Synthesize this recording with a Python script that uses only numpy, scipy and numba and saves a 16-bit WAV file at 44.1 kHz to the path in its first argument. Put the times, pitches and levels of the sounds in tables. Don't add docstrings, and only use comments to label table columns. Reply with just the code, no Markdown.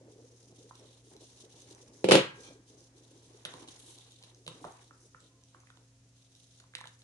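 import sys
import numpy as np
from scipy import signal
from scipy.fft import rfft, irfft, next_fast_len
from scipy.io import wavfile
from scipy.ndimage import uniform_filter1d
from numba import njit

SR = 44100
rng = np.random.default_rng(int(sys.argv[2]) if len(sys.argv) > 2 else 0)


def materialize(psi):
    bounded = np.clip(np.atleast_2d(psi).T, -1, 1)
    quanta = np.round(bounded * 32767).astype(np.int16)
    wavfile.write(sys.argv[1], SR, quanta)


def volts_from_decibels(level):
    exponent = np.asarray(level, float) / 20
    return 10 ** exponent


N = 310023
T = np.arange(N) / SR


def level(x, db):
    return x * volts_from_decibels(db) / np.sqrt(np.mean(x ** 2))


def band(x, lo_hz, hi_hz, order=2):
    return signal.sosfilt(signal.butter(order, [lo_hz, min(hi_hz, .45 * SR)], "band", fs=SR, output="sos"), x)


def colour(x, table):
    hz, db = np.transpose(table)
    count = x.shape[-1]
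    size = next_fast_len(count)
    f = np.fft.rfftfreq(size, 1 / SR)
    gain = volts_from_decibels(np.interp(np.log(f + 1), np.log(hz), db))
    return irfft(rfft(x, size) * gain, size)[..., :count]


def walk(rate_hz):
    k = int(SR / rate_hz)
    steps = np.repeat(rng.standard_normal(N // k + 1), k)
    return uniform_filter1d(uniform_filter1d(steps, k), k)[:N]


def contact(t, push_s):
    return 1 - np.exp(-(t / push_s) ** 2)


def ring(hz, t60_s, push_s=0.00038, size=8000):
    t = np.arange(size) / SR
    return np.sin(2 * np.pi * hz * t) * np.exp(-np.log(1000) * t / t60_s) * contact(t, push_s)


def burst(lo_hz, hi_hz, decay_s, push_s=0.0004, size=1500):
    t = np.arange(size) / SR
    noise = level(band(rng.standard_normal(size), lo_hz, hi_hz), 0)
    return noise * np.exp(-t / decay_s) * contact(t, push_s)


def swells(rows, rise_s, fall_s, bright=0):
    gain = np.zeros(N)
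    for s, hold_s, db, *tone in rows:
        near = slice(max(int((s - rise_s) * SR), 0), int((s + hold_s + 10 * fall_s) * SR))
        rise = np.clip((T[near] - s) / rise_s + 1, 0, 1)
        fall = np.exp(-np.maximum(T[near] - s - hold_s, 0) / fall_s)
        gain[near] = np.maximum(gain[near], volts_from_decibels(db + bright * sum(tone)) * rise * fall)
    return gain


def add(track, s, sound):
    i = int(s * SR)
    track[..., i:i + sound.shape[-1]] += sound[..., :N - i]


def pan(pan_db):
    return volts_from_decibels(np.array([[pan_db], [-pan_db]]) / 2)


def ports(x, lead_s, pan_db):
    size = next_fast_len(N)
    sides = np.array([[1], [-1]])
    turn = np.exp(1j * np.pi * np.fft.rfftfreq(size, 1 / SR) * lead_s * sides)
    return irfft(rfft(x, size) * turn, size)[:, :N] * pan(pan_db)


# (band [Hz], t60 [s], echo energy [dB])
ECHO_BANDS = [(113, 0.36, -6.5), (300, 0.23, -6), (700, 0.2, -9), (1500, 0.42, -6.5), (3000, 0.29, -5),
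              (6300, 0.26, -9), (10200, 0.067, -6)]


def room(x):
    t = np.arange(SR // 2) / SR
    tail = 0
    for hz, t60_s, db in ECHO_BANDS:
        noise = band(rng.standard_normal((2, len(t))), hz / 1.55, hz * 1.55)
        mid, side = noise * np.exp(-np.log(1000) * t / t60_s) * contact(t, .005)
        both = mid + min(hz / 1100, 1) * side * np.array([[1], [-1]])
        tail = tail + both * volts_from_decibels(db) * np.sqrt(2 * hz / SR / np.sum(mid ** 2))
    return signal.fftconvolve(x[None], tail, axes=1)[:, :N]


# (frequency [Hz], level [dB rms])
HUM_LINES = [(53.8, -79.5), (118.4, -67.5), (269.2, -79), (522.2, -86), (672.9, -93.5)]
# (frequency [Hz], density [dB per Hz])
AIR_COLOUR = [(20, 14), (70, 17.5), (170, 12), (320, 4.5), (1250, -4.5), (4500, -4), (6400, 0.5),
              (11500, -12)]
AIR_DB = -69.5


def fridge():
    lines = np.zeros(N)
    for hz, db in HUM_LINES:
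        gain = volts_from_decibels(db + 7.0 + 1.6 * walk(3.1))
        phase = 2 * np.pi * np.cumsum(hz * (1 + 0.0027 * walk(2.4))) / SR
        lines += gain * np.sin(phase)
    mid, left, right = colour(rng.standard_normal((3, N)), AIR_COLOUR)
    bass = signal.butter(1, 700, fs=SR, output="sos")
    air = np.array([signal.sosfilt(bass, mid - own) + own for own in (left, right)])
    return lines + air * volts_from_decibels(AIR_DB + 0.5) / np.std(band(air, 140, 15000))


@njit
def grains(start, hz, cycles, size, glide):
    out = np.zeros(N)
    for k in range(len(start)):
        w, z = 2 * np.pi * hz[k] / SR, size[k] + 0j
        fade = w / (2 * np.pi * cycles)
        p, turn = np.exp(1j * w - fade), np.exp(1j * w * glide * fade)
        for i in range(start[k], min(N, start[k] + int(5 / fade))):
            z *= p
            p *= turn
            out[i] += z.imag
    return out


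def bubbles(lo_hz, hi_hz, cycles, glide, wash_db, count):
    when, pitch, rank = rng.random((count, 3)).T
    size = volts_from_decibels(-3.2 * np.log(rank + .01))
    hz = lo_hz * (hi_hz / lo_hz) ** pitch
    crowd = grains((when * N).astype(np.int64), hz, cycles, size, glide)
    wash = rng.standard_normal(N) * np.sqrt(SR / 2 / (hi_hz - lo_hz))
    return level(band(level(crowd, 0) + volts_from_decibels(wash_db) * wash, 0.83 * lo_hz, 0.97 * hi_hz), 0)


# (time [s], level [dB])
BOIL_VIGOUR = [(0, -58), (.3, -63), (.9, -61), (1.0, -68), (1.3, -65), (2.0, -56), (2.6, -59), (2.68, -69),
               (2.9, -65.5), (3.4, -59.5), (3.7, -61), (4.15, -70.5), (4.7, -66), (5.3, -72), (6.0, -88.5),
               (7.03, -78)]
# (time [s], hold [s], level [dB])
BUBBLE_HEAVES = [(.0, 0.013, -68), (.045, 0.07, -59), (.13, 0.075, -66), (.51, 0.017, -64),
                 (.66, 0.029, -70), (.8, 0.056, -55.5), (1.07, 0.011, -67), (1.11, 0.058, -58.5),
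                 (1.21, 0.035, -58.5), (1.43, 0.011, -65), (1.54, 0.046, -62), (1.66, 0.069, -70),
                 (1.84, 0.057, -74), (1.93, 0.06, -72), (2.38, .05, -69), (2.49, 0.029, -56),
                 (2.7, 0.12, -63), (3.15, 0.028, -67), (3.35, 0.032, -69), (3.48, 0.13, -63),
                 (3.68, 0.012, -64), (3.83, 0.08, -66.5), (4.36, 0.024, -78), (4.54, 0.18, -64.5),
                 (5.05, .02, -68), (5.22, 0.044, -71.5), (5.54, 0.04, -67.5), (5.76, 0.061, -74),
                 (6.05, .02, -70.5), (6.3, 0.071, -85)]
# (time [s], hold [s], level [dB])
WALL_SLOPS = [(.23, 0.6, -84), (.7, 0.27, -75.5), (1.13, 0.077, -72.5), (1.3, 0.32, -75), (1.68, .12, -68),
              (1.87, 0.025, -71), (1.96, 0.051, -77), (2.36, 0.19, -74), (2.56, 0.67, -78.5),
              (3.3, 0.17, -72), (3.48, 0.17, -60), (3.67, 0.097, -65), (3.8, 0.29, -70.5),
              (4.22, 0.096, -70.5), (4.52, 0.22, -66.5), (4.7, 0.12, -63.5), (4.92, .1, -77),
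              (5.16, 0.097, -86), (5.55, 0.076, -71.5), (5.68, 0.16, -78), (6.62, .05, -76.5),
              (6.88, 0.042, -82)]
# (time [s], hold [s], level [dB], brightness [dB])
SURFACE_SIZZLES = [(0.098, 0.18, -81.5, 9.5), (0.274, 0.23, -80, 11), (0.559, 0.17, -73.5, 4.5),
                   (0.753, 0.24, -68, -3.5), (1.049, 0.087, -70.5, 4.5), (1.209, .24, -66.5, 3),
                   (1.506, 0.22, -66.5, 1.5), (1.78, .1, -74.5, 9), (1.939, 0.17, -75, 11.5),
                   (2.361, 0.18, -69, 5.5), (2.679, 0.074, -73.5, 4.5), (2.78, 0.1, -79, 10),
                   (2.961, 0.55, -72.5, 2), (3.492, 0.14, -66, 3.5), (3.682, 0.086, -66, 3),
                   (3.801, 0.23, -63.5, -2.5), (4.02, 0.28, -66, -4.5), (4.358, 0.14, -83, 8.5),
                   (4.517, 0.16, -67, 1), (4.657, .22, -71, -1), (4.932, 0.29, -93, 21.5),
                   (5.211, 0.064, -70.5, -6), (5.41, 0.15, -80.5, -3), (5.655, .2, -84.5, 7),
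                   (6.154, 0.15, -76, -3), (6.299, 0.32, -73.5, 1), (6.876, .06, -75, 3),
                   (6.998, 0.033, -81, 5)]
# (time [s], hold [s], level [dB])
STEAM_PUFFS = [
    (1.07, 0.068, -76),
    (3.8, 0.13, -63.5),
    (4.62, 0.12, -73),
    (4.97, .1, -78),
]
# time [s], hold [s], level [dB], pitch [Hz]
SPOON_TRICKLE = (5.25, .18, -83, 1023)
HEAVE_S, SLOP_S, SIZZLE_S = (0.0054, 0.0073), (0.032, .03), (0.018, .02)  # (rise [s], fall [s])
CALM_DB = -82


def soup():
    boil = volts_from_decibels(np.interp(T, *np.transpose(BOIL_VIGOUR))) + swells(BUBBLE_HEAVES, *HEAVE_S)
    slosh = volts_from_decibels(-24) * boil + swells(WALL_SLOPS, *SLOP_S)
    fizz = volts_from_decibels(CALM_DB - 5) + swells(SURFACE_SIZZLES, *SIZZLE_S)
    spray = volts_from_decibels(CALM_DB) + swells(SURFACE_SIZZLES, *SIZZLE_S, bright=0.87)
    mist = volts_from_decibels(CALM_DB) + volts_from_decibels(-1.5) * swells(SURFACE_SIZZLES, *SIZZLE_S, bright=0.56)
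    mist = mist + swells(STEAM_PUFFS, *SLOP_S)
    gust = volts_from_decibels(1.3 * walk(30) + 3 * walk(150))
    boil = boil * volts_from_decibels(2.2 * walk(18))
    deep = 0.82 * bubbles(250, 540, 6., 0.23, -6.5, count=900)
    deep += 0.2 * bubbles(100, 170, 1.1, 0.11, -2.5, count=400)
    out = ports(boil * deep, 0.00018, -.3)
    for side in range(2):
        out[side] += 0.11 * boil * bubbles(390, 900, 2.5, 0.87, -6, count=600)
        slap = bubbles(720, 1150, 1.4, 0.042, -3.4, count=900)
        slap += 0.61 * bubbles(1400, 2700, 2.5, 0.11, -4.5, count=1200)
        out[side] += 0.94 * slosh * slap
        out[side] += fizz * gust * bubbles(3400, 4350, 12, 0.11, -2.0, count=3000)
        out[side] += spray * gust * bubbles(5700, 7000, 10.0, .04, -2.3, count=3000)
        out[side] += .8 * mist * gust * bubbles(8300, 10800, 7.0, 0.013, .6, count=3000)
    *stream, hz = SPOON_TRICKLE
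    trickle = level(band(rng.standard_normal(N), .97 * hz, 1.03 * hz), 0)
    return out + swells([stream], *SLOP_S) * trickle


# (time [s], level [dB], pitch [Hz])
BUBBLE_POPS = [(0.7537, -43, 5800), (0.7968, -44, 5600), (1.1653, -41.5, 4100), (1.4024, -56, 3850),
               (1.604, -43, 6440), (1.62, -41, 6040), (1.701, -48, 6150), (1.71, -41, 7140),
               (1.7489, -41.5, 6100), (2.37, -54, 3463), (2.4336, -43, 5900), (2.806, -46.5, 6040),
               (3.6032, -52, 5730), (3.7617, -42, 6970), (3.7824, -51, 9800), (3.986, -39, 3880),
               (4.12, -41, 3810), (4.2262, -42, 3920), (4.347, -46, 6110), (4.722, -43, 6600),
               (5.0156, -50, 5990), (5.2038, -46, 7700), (5.437, -47, 5900), (5.6022, -44.5, 6210),
               (6.3515, -45.5, 3920), (6.576, -51, 6820), (6.6, -40, 6910), (6.7827, -35.5, 3550),
               (6.8717, -46.5, 6620), (6.992, -48, 8500)]


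def pops():
    out = np.zeros(N)
    for s, db, hz in BUBBLE_POPS:
        spit = burst(3000, 8800, 0.00082, 0.00014, size=600)
        add(out, s, volts_from_decibels(db - 2.3) * (ring(hz, 0.0108, 0.00079, size=600) + 0.84 * spit))
    return out


# (time [s], knock level [dB], knock pitch [Hz], tick re knock [dB], thump re knock [dB])
RIM_CLINKS = [(0.524, -61, 656, -5, -3.5), (3.451, -43, 600, 12, -23), (3.456, -35.5, 1500, -8, -20),
              (3.5385, -42, 980, -3, -12), (3.621, -44, 331, -30, -23), (3.677, -62, 595, 11, 1),
              (3.629, -51, 1010, 0, -25), (3.686, -54.5, 1020, 11, -9), (4.237, -68.5, 942, 19.5, 1),
              (4.465, -50, 589, 6.5, -7), (4.478, -40.5, 1000, 5.5, -9), (4.509, -62, 600, 0, 4.5),
              (4.645, -37, 1294, -33, -16.5), (4.6495, -35, 700, -18, -18), (4.661, -46.5, 610, -25, -10),
              (4.67, -45, 920, -25, -32), (4.684, -42, 793, -20, -19), (7.019, -72, 703, 16, -12)]
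# (time [s], knock level [dB], knock pitch [Hz], tick re knock [dB])
WALL_TAPS = [(0.7096, -41.5, 1000, -25), (4.642, -33, 1000, -34), (4.9089, -45, 1310, -28),
             (5.146, -39.5, 1404, -35), (5.546, -45, 1090, -29), (5.634, -55.5, 1080, -20),
             (5.671, -53, 1927, -17), (5.702, -47.5, 1460, -9.5), (5.772, -56, 1024, -2),
             (6.602, -56.5, 1485, 1), (6.639, -55.5, 1014, -12), (6.7369, -46, 1620, -14),
             (6.7515, -34, 1920, 2), (6.7688, -44, 2080, -6), (6.806, -43, 1810, -10),
             (6.787, -47, 960, -8), (6.8112, -41, 1000, -4), (6.8407, -38.5, 1690, -15),
             (6.8547, -43.5, 900, -5.5), (6.872, -51.5, 990, 5.5)]
TAP_THUMP_DB = -29
KNOCK_CYCLES, KNOCK_PUSH_CYCLES = 15, 1.1
SIDE_SHARE, KNOCK_ROUGH = .25, .15
TICK_WALL_DB = -6


def spoon(rows):
    out = np.zeros((2, N))
    thump = ring(143.5, 0.15) - 0.54 * ring(349, 0.066) + 0.85 * ring(501, 0.15)
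    knock_paths, tick_paths = np.ones((2, 1)), volts_from_decibels(np.array([[0], [TICK_WALL_DB]]))
    for s, db, hz, tick_db, thump_db in rows:
        spread, push_s = rng.standard_normal(2), KNOCK_PUSH_CYCLES / hz
        sides = ring(0.733 * hz, 0.0085, push_s, size=1500) + ring(1.31 * hz, 0.013, push_s, size=1500)
        knock = ring(hz, KNOCK_CYCLES / hz, push_s, size=1500) - SIDE_SHARE * sides
        knock = knock + KNOCK_ROUGH * burst(0.64 * hz, 1.28 * hz, 0.004)
        steel = ring(3850 * (1 + .03 * spread[0]), .005, size=1500)
        steel = steel - .6 * ring(3000 * (1 + .06 * spread[1]), .005, size=1500)
        tick = 2.71 * steel + 0.47 * burst(1330, 7700, 0.0026) + 0.28 * burst(8200, 10550, 0.002)
        add(out, s, knock_paths * volts_from_decibels(db + 5.5) * knock)
        add(out, s, tick_paths * volts_from_decibels(db + tick_db + 3.5) * tick)
        add(out, s, knock_paths * volts_from_decibels(db + thump_db + 5.5) * thump)
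    return out


# (time [s], thud level [dB], rim crack re thud [dB])
LID_TOUCHES = [(2.0428, -10.5, -18), (2.087, -7.5, -16), (2.097, -13, -17), (2.11, -15.5, 1),
               (2.113, -14, -10), (2.118, -3.5, -5.5), (2.126, -9, -6.5), (2.1309, -7, -18.5),
               (2.138, -8.5, -14), (2.146, -8, -14), (2.153, -.5, -14), (2.171, -16, -9),
               (2.181, -18, -14.5)]
# (frequency [Hz], level [dB], t60 [s])
THUD_MODES = [(128, -8, .1), (149.7, -20.5, 0.25), (191.8, -9.5, 0.24), (291.7, -11.5, 0.15),
              (344, -5.5, 0.045), (366, 1, 0.13), (418, 1, 0.048), (460.7, 1, 0.026), (494.5, 3.5, 0.082),
              (544, -1, 0.045), (670, -9, 0.03), (855, -5.5, .03), (960, -15, 0.046)]
# (frequency [Hz], level [dB], t60 [s])
GLASS_MODES = [(1121.4, -11.5, 0.042), (1340, -10, 0.019), (1602, -26.5, 0.7), (1650, -5, 0.03),
               (1850, -6.5, 0.041), (2330, -8, 0.056), (2580, -2.5, 0.054), (2930, 4, 0.064),
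               (3000, -4.5, .035), (3194, -7.5, 0.017), (4095, -3, 0.098), (4930, -8, 0.072)]
# (frequency [Hz], density [dB per Hz])
CRACK_COLOUR = [(400, -29.5), (750, -2.5), (1800, -8), (2900, -2), (4500, -10.5), (8000, -17.5),
                (10500, -18.5), (12000, -30.5)]
# start [s], end [s], level [dB]
LID_SLIDE = (2.435, 2.49, -58.5)
# (frequency [Hz], width [Hz], level [dB])
RUB_BANDS = [(1000, 580, -0.18), (2390, 180, -2.16), (3300, 360, 0.38), (4250, 360, -2), (5900, 500, 0.074)]
THUD_SCATTER_DB, GLASS_SCATTER_DB = 2., 2.6


def lid():
    body, rim = np.zeros(N), np.zeros((2, N))
    thuds = np.array([volts_from_decibels(db) * ring(hz, t60_s, 0.00073, size=20000) for hz, db, t60_s in THUD_MODES])
    thuds *= (-1.) ** ((np.arange(len(thuds)) - 1) // 4)[:, None]
    chimes = np.array([volts_from_decibels(db) * ring(hz, t60_s, size=20000) for hz, db, t60_s in GLASS_MODES])
    crack_fade = np.exp(-np.arange(4096) / SR / .006)
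    for s, thud_db, crack_re_thud_db in LID_TOUCHES:
        crack_db = thud_db + crack_re_thud_db
        mix = rng.standard_normal((3, 16))
        thud = volts_from_decibels(THUD_SCATTER_DB * mix[0])[:len(thuds)] @ thuds
        glass = (volts_from_decibels(GLASS_SCATTER_DB * mix[1]) * np.sign(mix[2]))[:len(chimes)] @ chimes
        crack = level(colour(rng.standard_normal((3, 4096)), CRACK_COLOUR), 0) * crack_fade
        add(body, s, volts_from_decibels(thud_db - 12.0) * thud + volts_from_decibels(crack_db - 16) * glass)
        add(body, s, volts_from_decibels(crack_db - 11.5) * crack[0])
        add(rim, s, volts_from_decibels(crack_db - 1) * crack[1:])
    start, end, db = LID_SLIDE
    noise = rng.standard_normal((2, int((end - start) * SR)))
    rub = 0
    for hz, width_hz, top_db in RUB_BANDS:
        rub = rub + volts_from_decibels(top_db) * level(band(noise, hz - width_hz / 2, hz + width_hz / 2), -5.0)
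    add(rim, start, volts_from_decibels(db) * rub)
    return body, rim


def scene():
    (glass, rim), spit = lid(), pops()
    clink, clink_far = spoon(RIM_CLINKS)
    tap, tap_far = spoon([(*row, TAP_THUMP_DB) for row in WALL_TAPS])
    rim = rim * pan(-1.5)
    direct = ports(glass, 0.0003, -.6) + rim
    direct = direct + ports(clink, 0.00017, -3.5) + ports(tap, 0.00014, -5.5) + ports(spit, 1.5e-4, -2.3)
    to_walls = glass + rim[0] + volts_from_decibels(3) * clink_far + tap_far + volts_from_decibels(-2) * spit
    return direct + room(to_walls) + soup() + fridge()


def roll_off(x):
    return signal.sosfilt(signal.butter(12, 12400, fs=SR, output="sos"), x)


CEILING, TOP_HZ, BOTTOM_HZ = 1.15, 11180, 71.4


def record(dry):
    soft = CEILING * np.tanh(0.93 * dry / CEILING)
    cut = signal.sosfilt(signal.ellip(6, .3, 45, TOP_HZ, fs=SR, output="sos"), soft)
    cut = signal.sosfilt(signal.butter(2, BOTTOM_HZ, "high", fs=SR, output="sos"), cut)
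    return roll_off(cut)


dry = scene()
out = record(dry)
materialize(out)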